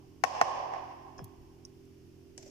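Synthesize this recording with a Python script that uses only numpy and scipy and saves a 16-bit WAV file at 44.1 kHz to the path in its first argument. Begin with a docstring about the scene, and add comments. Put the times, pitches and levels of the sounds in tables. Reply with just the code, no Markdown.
"""Raw chicken into a glass bowl

A hard, echoing kitchen, heard in stereo from near the bowl, with a motor humming steadily underneath.
As the chicken is set in, two hollow knocks ring on in the room and a softer one follows. A piece then
lands on the pile with a tink of the glass and a soft thud; wet skin ticks and crackles as the hand
lets go."""
import sys
import numpy as np
from scipy import signal
from scipy.fft import rfft, irfft, next_fast_len
from scipy.io import wavfile
from scipy.ndimage import map_coordinates

SR = 44100
rng = np.random.default_rng(int(sys.argv[2]) if len(sys.argv) > 2 else 0)


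def digitize_waveform(pressure):
    """Quantize a signal to 16-bit integers and store it at the path in sys.argv[1].

    Rows of a 2-D input are taken as channels; values are limited to [-1, 1].
    """
    field = np.atleast_2d(pressure).T
    bounded = np.clip(field, -1, 1)
    quanta = np.round(bounded * 32767).astype(np.int16)
    wavfile.write(sys.argv[1], SR, quanta)


N = 110250

# hollow resonances of a knock (frequency [Hz], bandwidth [Hz], level [dB])
KNOCK_MODES = [(484, 110, -8.5), (728, 205, 0.5), (1047, 200, -1), (1400, 400, -17.5), (1850, 280, -10.5),
               (2750, 400, -21.5), (5274, 830, -23), (6340, 900, -27.5), (7700, 900, -36)]
# how long the kitchen's echo holds before it fades (frequency [Hz], hold [s])
ECHO_HOLD = [(300, .2), (850, 0.29), (2500, 0.15), (5500, 0.031), (10000, .03)]
# where the echo and the crack of contact sit in the image (frequency [Hz], left over right [dB])
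ROOM_BALANCE = [(300, 4.5), (750, -6), (1200, -5), (3000, 0.5), (6000, -9.5), (10000, -2.5)]
# likeness of the two channels for diffuse sound (frequency [Hz], correlation [0-1])
DIFFUSE = [(200, 0.21), (700, 0.096), (1500, 0), (8000, 0.069)]
# the same for sound that is more centred in the bass (frequency [Hz], correlation [0-1])
CENTRED = [(60, 0.59), (290, 0.36), (640, 0.27), (1400, 0.1)]

SOFT_RISE_S, SHARP_RISE_S = 0.0019, 0.0001
WALL_DELAY_S = 0.0081  # first reflections reach the microphone this much after the direct sound


def amp(db):
    """Decibels to gain."""
    return 10 ** (np.asarray(db) / 20)


def along(points, hz):
    """Read (frequency, value) points at hz on a log axis."""
    freqs, values = np.transpose(points)
    return np.interp(np.log(hz + 1), np.log(freqs + 1), values)


def band(hz, centre_hz, octaves):
    """A bell of gain around a centre frequency."""
    return np.exp(-(np.log2((hz + 1) / centre_hz) / octaves) ** 2)


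def sides(db):
    """Left and right gains, the left louder by db."""
    return amp(np.array([[1], [-1]]) * db / 2)


def since(s):
    """Seconds after the moment s, zero before it."""
    return np.maximum(np.arange(N) / SR - s, 0)


def burst(s, rise, t60):
    """An envelope that rises at s and dies away by 60 dB in t60 seconds."""
    t = since(s)
    return (1 - np.exp(-t / rise)) * 1000 ** (-t / t60)


def wobble(rate):
    """A smooth random curve, rate knots a second."""
    return map_coordinates(rng.standard_normal(1024), [np.arange(N) * rate / SR + 2], mode="wrap")


def filtered(x, response):
    """Pass x through a complex response of frequency."""
    size = next_fast_len(N + SR // 2)
    return irfft(rfft(x, size) * response(np.fft.rfftfreq(size, 1 / SR)), size)[..., :N]


def noise(colour, correlation):
    """Stereo noise of rms 1 with a given colour and correlation between the channels."""
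    def mid_side_gains(hz):
        angle = np.arccos(np.clip(along(correlation, hz), -1, 1)) / 2
        return colour(hz) * np.array([np.cos(angle), np.sin(angle)])

    mid, side = filtered(rng.standard_normal((2, N)), mid_side_gains)
    stereo = np.array([mid + side, mid - side])
    return stereo / np.sqrt(np.mean(stereo ** 2) + 1e-20)


def motor_hum():
    """A motor hums at multiples of its slightly drifting speed, over a trace of mains hum."""
    # motor tones (multiple of the speed, level [dB], left over right [dB])
    harmonics = [(2, -63.5, -3), (3, -65, 1), (4, -71, -6.5), (5, -73, -5.5), (6, -68, -8), (7, -67, 1),
                 (8, -66.5, -4), (9, -64, -6.5), (10, -90, -2)]
    speed_hz, drift_hz, waver_db, mains_hz = 43.37, 0.077, 1.9, 100
    turns = np.cumsum(speed_hz + drift_hz * wobble(3)) / SR
    motor = np.zeros((2, N))
    for multiple, db, pan_db in harmonics:
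        gain = amp(db + waver_db * wobble(4.88)) * sides(pan_db)
        motor += gain * np.sin(2 * np.pi * (round(multiple) * turns + rng.random()))
    mains = amp(-77) * np.sin(2 * np.pi * mains_hz * since(0))
    return np.sqrt(2) * (motor + mains)


def room_tone():
    """A low rush of air in the kitchen, a little to the right of the microphone."""
    # colour of the air (frequency [Hz], level [dB])
    spectrum = [(20, -5.5), (45, -3), (75, -6), (140, -3), (200, -14), (290, -0.5), (390, -1.5),
                (470, -13.5), (650, -18), (1200, -25), (2000, -26.5), (2900, -23.5), (3900, -31.5),
                (5400, -23.5), (8000, -35), (15000, -34.5)]
    # its place in the image (frequency [Hz], left over right [dB])
    balance = [(100, -9), (400, -4.5), (2000, -2), (10000, -1)]
    air = noise(lambda hz: amp(along(spectrum, hz)), CENTRED)
    return amp(-60.5) * filtered(air, lambda hz: sides(along(balance, hz)))


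def skin_peel():
    """Sticky skin comes apart in a faint, clumpy crackle."""
    # colour of the crackle (frequency [Hz], level [dB])
    spectrum = [(350, -18), (620, 11), (1100, -14), (2100, -5), (3000, -7.5), (4000, -9), (5700, 4.5),
                (7500, -3.5), (9500, -21), (15000, -22.5)]
    start_s, start_db, fade_db_per_s, clump_db = 2.384, -58, 17, 3.5
    t = since(start_s)
    level_db = start_db - fade_db_per_s * t + clump_db * wobble(170)
    return (t > 0) * amp(level_db) * noise(lambda hz: amp(along(spectrum, hz)), DIFFUSE)


def skin_snaps():
    """Films of wet skin break with small bright ticks, each with a short echo."""
    # ticks (time [s], level [dB], t60 [s], centre [Hz], width [octaves], left over right [dB])
    ticks = [(1.181, -55.5, 0.073, 5630, 0.26, -2), (1.2431, -41, 0.011, 13040, 0.42, -2),
             (1.243, -52.5, 0.019, 5920, 0.94, -3.5), (1.6513, -37.5, 0.0054, 5680, .17, -4.5),
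             (1.6522, -48, 0.0064, 8960, 0.16, -5.5), (1.854, -68.5, 0.019, 7430, 0.46, 1),
             (2.3776, -41.5, 0.033, 6400, .5, 0.5), (2.379, -51.5, 0.022, 2200, 0.57, 1)]
    out = np.zeros((2, N))
    for s, db, t60, centre_hz, octaves, pan_db in ticks:
        tick = noise(lambda hz: band(hz, centre_hz, octaves), DIFFUSE)
        envelope = burst(s, SHARP_RISE_S, t60) + amp(-15) * burst(s, SHARP_RISE_S, t60=0.044)
        out += amp(db) * sides(pan_db) * envelope * tick
    return out


def flesh_thuds():
    """Soft, dull contacts: flesh lands on the pile and settles."""
    # thuds (time [s], level [dB], t60 [s], centre [Hz], width [octaves])
    contacts = [(.43, -51, 0.13, 132, 0.3), (1.1901, -35, 0.017, 1100, 1.0), (1.19, -40, 0.088, 420, 0.97),
                (1.182, -45.5, .24, 85, .9), (1.217, -38.5, .16, 115, .6), (1.385, -56.5, 0.96, 44, 1),
                (2.379, -49.5, 0.05, 650, 0.47), (2.462, -53, .2, 580, .15)]
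    out = np.zeros((2, N))
    for s, db, t60, centre_hz, octaves in contacts:
        thud = noise(lambda hz: band(hz, centre_hz, octaves), CENTRED)
        out += amp(db) * burst(s, SOFT_RISE_S, t60) * thud
    return out


def glass_tink():
    """The bowl rings briefly as a piece brushes it; the wet flesh unsettles the ring."""
    # modes of the glass (frequency [Hz], relative level [dB], t60 [s])
    modes = [(1690, -4, 0.14), (3300, -14.5, 0.34), (5190, 2.5, 0.12), (5520, -10, .07), (6300, -18, .07)]
    start_s, level_db, blur_rad = 1.1805, -53, 0.46
    ring = np.zeros((2, N))
    for hz, db, t60 in modes:
        blur = blur_rad * np.array([wobble(250), wobble(250)])
        phase = 2 * np.pi * hz * since(start_s) + blur
        ring += amp(db) * burst(start_s, SOFT_RISE_S, t60) * np.sin(phase)
    return amp(level_db) * ring


def tilt(hz, db_per_octave):
    """Brighten or dull everything above a knock's main resonance."""
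    main_hz = KNOCK_MODES[1][0]
    return amp(db_per_octave * np.log2(np.maximum(hz / main_hz, 1)))


def kitchen_echo(s, slope):
    """The room's answer to a knock at s: it holds, then fades in uneven waves, the treble first."""
    # broad colour of the echo (frequency [Hz], level [dB])
    spectrum = [(60, -53.5), (150, -39.5), (330, -27.5), (480, -8.5), (610, -5), (745, -0.5), (900, -1.5),
                (1075, -2.5), (1180, -10), (1340, -22.5), (1700, -15.5), (2200, -19), (2900, -17.5),
                (3900, -29.5), (5400, -18.5), (7500, -32.5), (10000, -40), (15000, -52.5)]
    # narrow resonances of the room (frequency [Hz], width [Hz], level [dB])
    resonances = [(754, 24, -4), (1030, 14, -4), (1080.5, 12, -1)]
    # reverberation time (frequency [Hz], t60 [s])
    decay_times = [(200, 1.0), (850, 1.51), (2500, 1.74), (5500, 1.43), (10000, .6)]
    swell_db = 1.5

    def colour(hz):
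        peaks = sum(amp(db) * np.exp(-((hz - centre) / width) ** 2) for centre, width, db in resonances)
        return (amp(along(spectrum, hz)) + peaks) * tilt(hz, slope / 2)

    hz, t, wash = signal.stft(noise(colour, DIFFUSE), SR, nperseg=256)
    fading_s = np.maximum(t - s - along(ECHO_HOLD, hz)[:, None], 0)
    decay = 1000 ** (-fading_s / along(decay_times, hz)[:, None])
    balance = sides(along(ROOM_BALANCE, hz))[:, :, None]
    tail = signal.istft(wash * decay * balance, SR, nperseg=256)[1][:, :N]
    build_up = 1 - np.exp(-since(s) / WALL_DELAY_S)
    return tail * build_up * amp(swell_db * wobble(25))


def wall_reflections(ring):
    """Hard surfaces near the bowl throw back a short, dense scatter of the ring."""
    scatter = rng.standard_normal((2, N)) * burst(WALL_DELAY_S, SHARP_RISE_S, t60=0.018)
    scatter /= np.linalg.norm(scatter[0])
    return amp(-10) * signal.fftconvolve(ring[None], scatter, axes=1)[:, :N]


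def hollow_ring(s, slope):
    """A push at s and its duller rebound excite short, hollow resonances; the peak is 1."""
    rebound_s, rebound_share, rebound_edge_hz = 0.002656, 0.78, 7500

    def response(hz):
        modes = sum((-1) ** k * amp(db) * 1j * hz * width / (centre ** 2 - hz ** 2 + 1j * hz * width)
                    for k, (centre, width, db) in enumerate(KNOCK_MODES))
        delay = np.exp(-2j * np.pi * hz * rebound_s)
        rebound = rebound_share * delay / np.hypot(1, hz / rebound_edge_hz)
        return -modes * tilt(hz, slope) * (1 + rebound)

    push = np.zeros(N)
    push[round(s * SR)] = 1
    ring = filtered(push, response)
    return ring / np.abs(ring).max()


def contact_crack(s, slope):
    """The sharp burst of noise at the instant of contact."""
    # colour of the crack (frequency [Hz], gain [dB])
    spectrum = [(100, -31), (400, -8.5), (1500, 16), (3200, -3.5), (4000, -6.5), (6500, -0.5), (8000, -10),
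                (9500, -18), (14500, -20.5)]
    contact = noise(np.ones_like, CENTRED) * burst(s, SHARP_RISE_S, t60=0.025)
    colour = lambda hz: amp(along(spectrum, hz)) * tilt(hz, slope)
    return filtered(contact, lambda hz: colour(hz) * sides(along(ROOM_BALANCE, hz)))


def thump(s):
    """The weight behind a knock: a short puff of low noise."""
    low = noise(lambda hz: band(hz, centre_hz=284, octaves=1.3), CENTRED)
    return amp(-25) * burst(s, SOFT_RISE_S, t60=0.041) * low


def bowl_knocks():
    """Each knock reaches the microphone as ring, crack and thump; near walls and the room answer."""
    # knocks (time [s], level [dB], treble slope [dB/octave], left over right [dB],
    #         relative echo gain [dB], relative crack gain [dB])
    strikes = [(.238, -11.5, 0.44, 9.5, -27, -9.5), (0.4131, -6.5, -1.06, -0.5, -31.5, -13),
               (0.7368, -27, -3, -13.5, -31.5, -27.5)]
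    arrival_s = np.array([[0], [0.00028]])  # the ring reaches the right capsule a little later
    out = amp(-67) * kitchen_echo(-ECHO_HOLD[1][1], 0)  # the room already rings faintly at the start
    for s, db, slope, pan_db, echo_db, crack_db in strikes:
        ring = hollow_ring(s, slope)
        ring_at_mic = filtered(ring, lambda hz: np.exp(-2j * np.pi * hz * arrival_s))
        direct = ring_at_mic + amp(crack_db) * contact_crack(s, slope) + thump(s)
        near = sides(pan_db) * (direct + wall_reflections(ring))
        out += amp(db) * (near + amp(echo_db) * kitchen_echo(s, slope))
    return out


def scene():
    """The kitchen and the bowl as they reach the stereo microphone."""
    background = motor_hum() + room_tone()
    return background + bowl_knocks() + glass_tink() + flesh_thuds() + skin_snaps() + skin_peel()


def record(dry):
    """The recorder keeps nothing above its band limit."""
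    top_hz = 15450
    return filtered(dry, lambda hz: hz < top_hz)


dry = scene()
out = record(dry)
digitize_waveform(out)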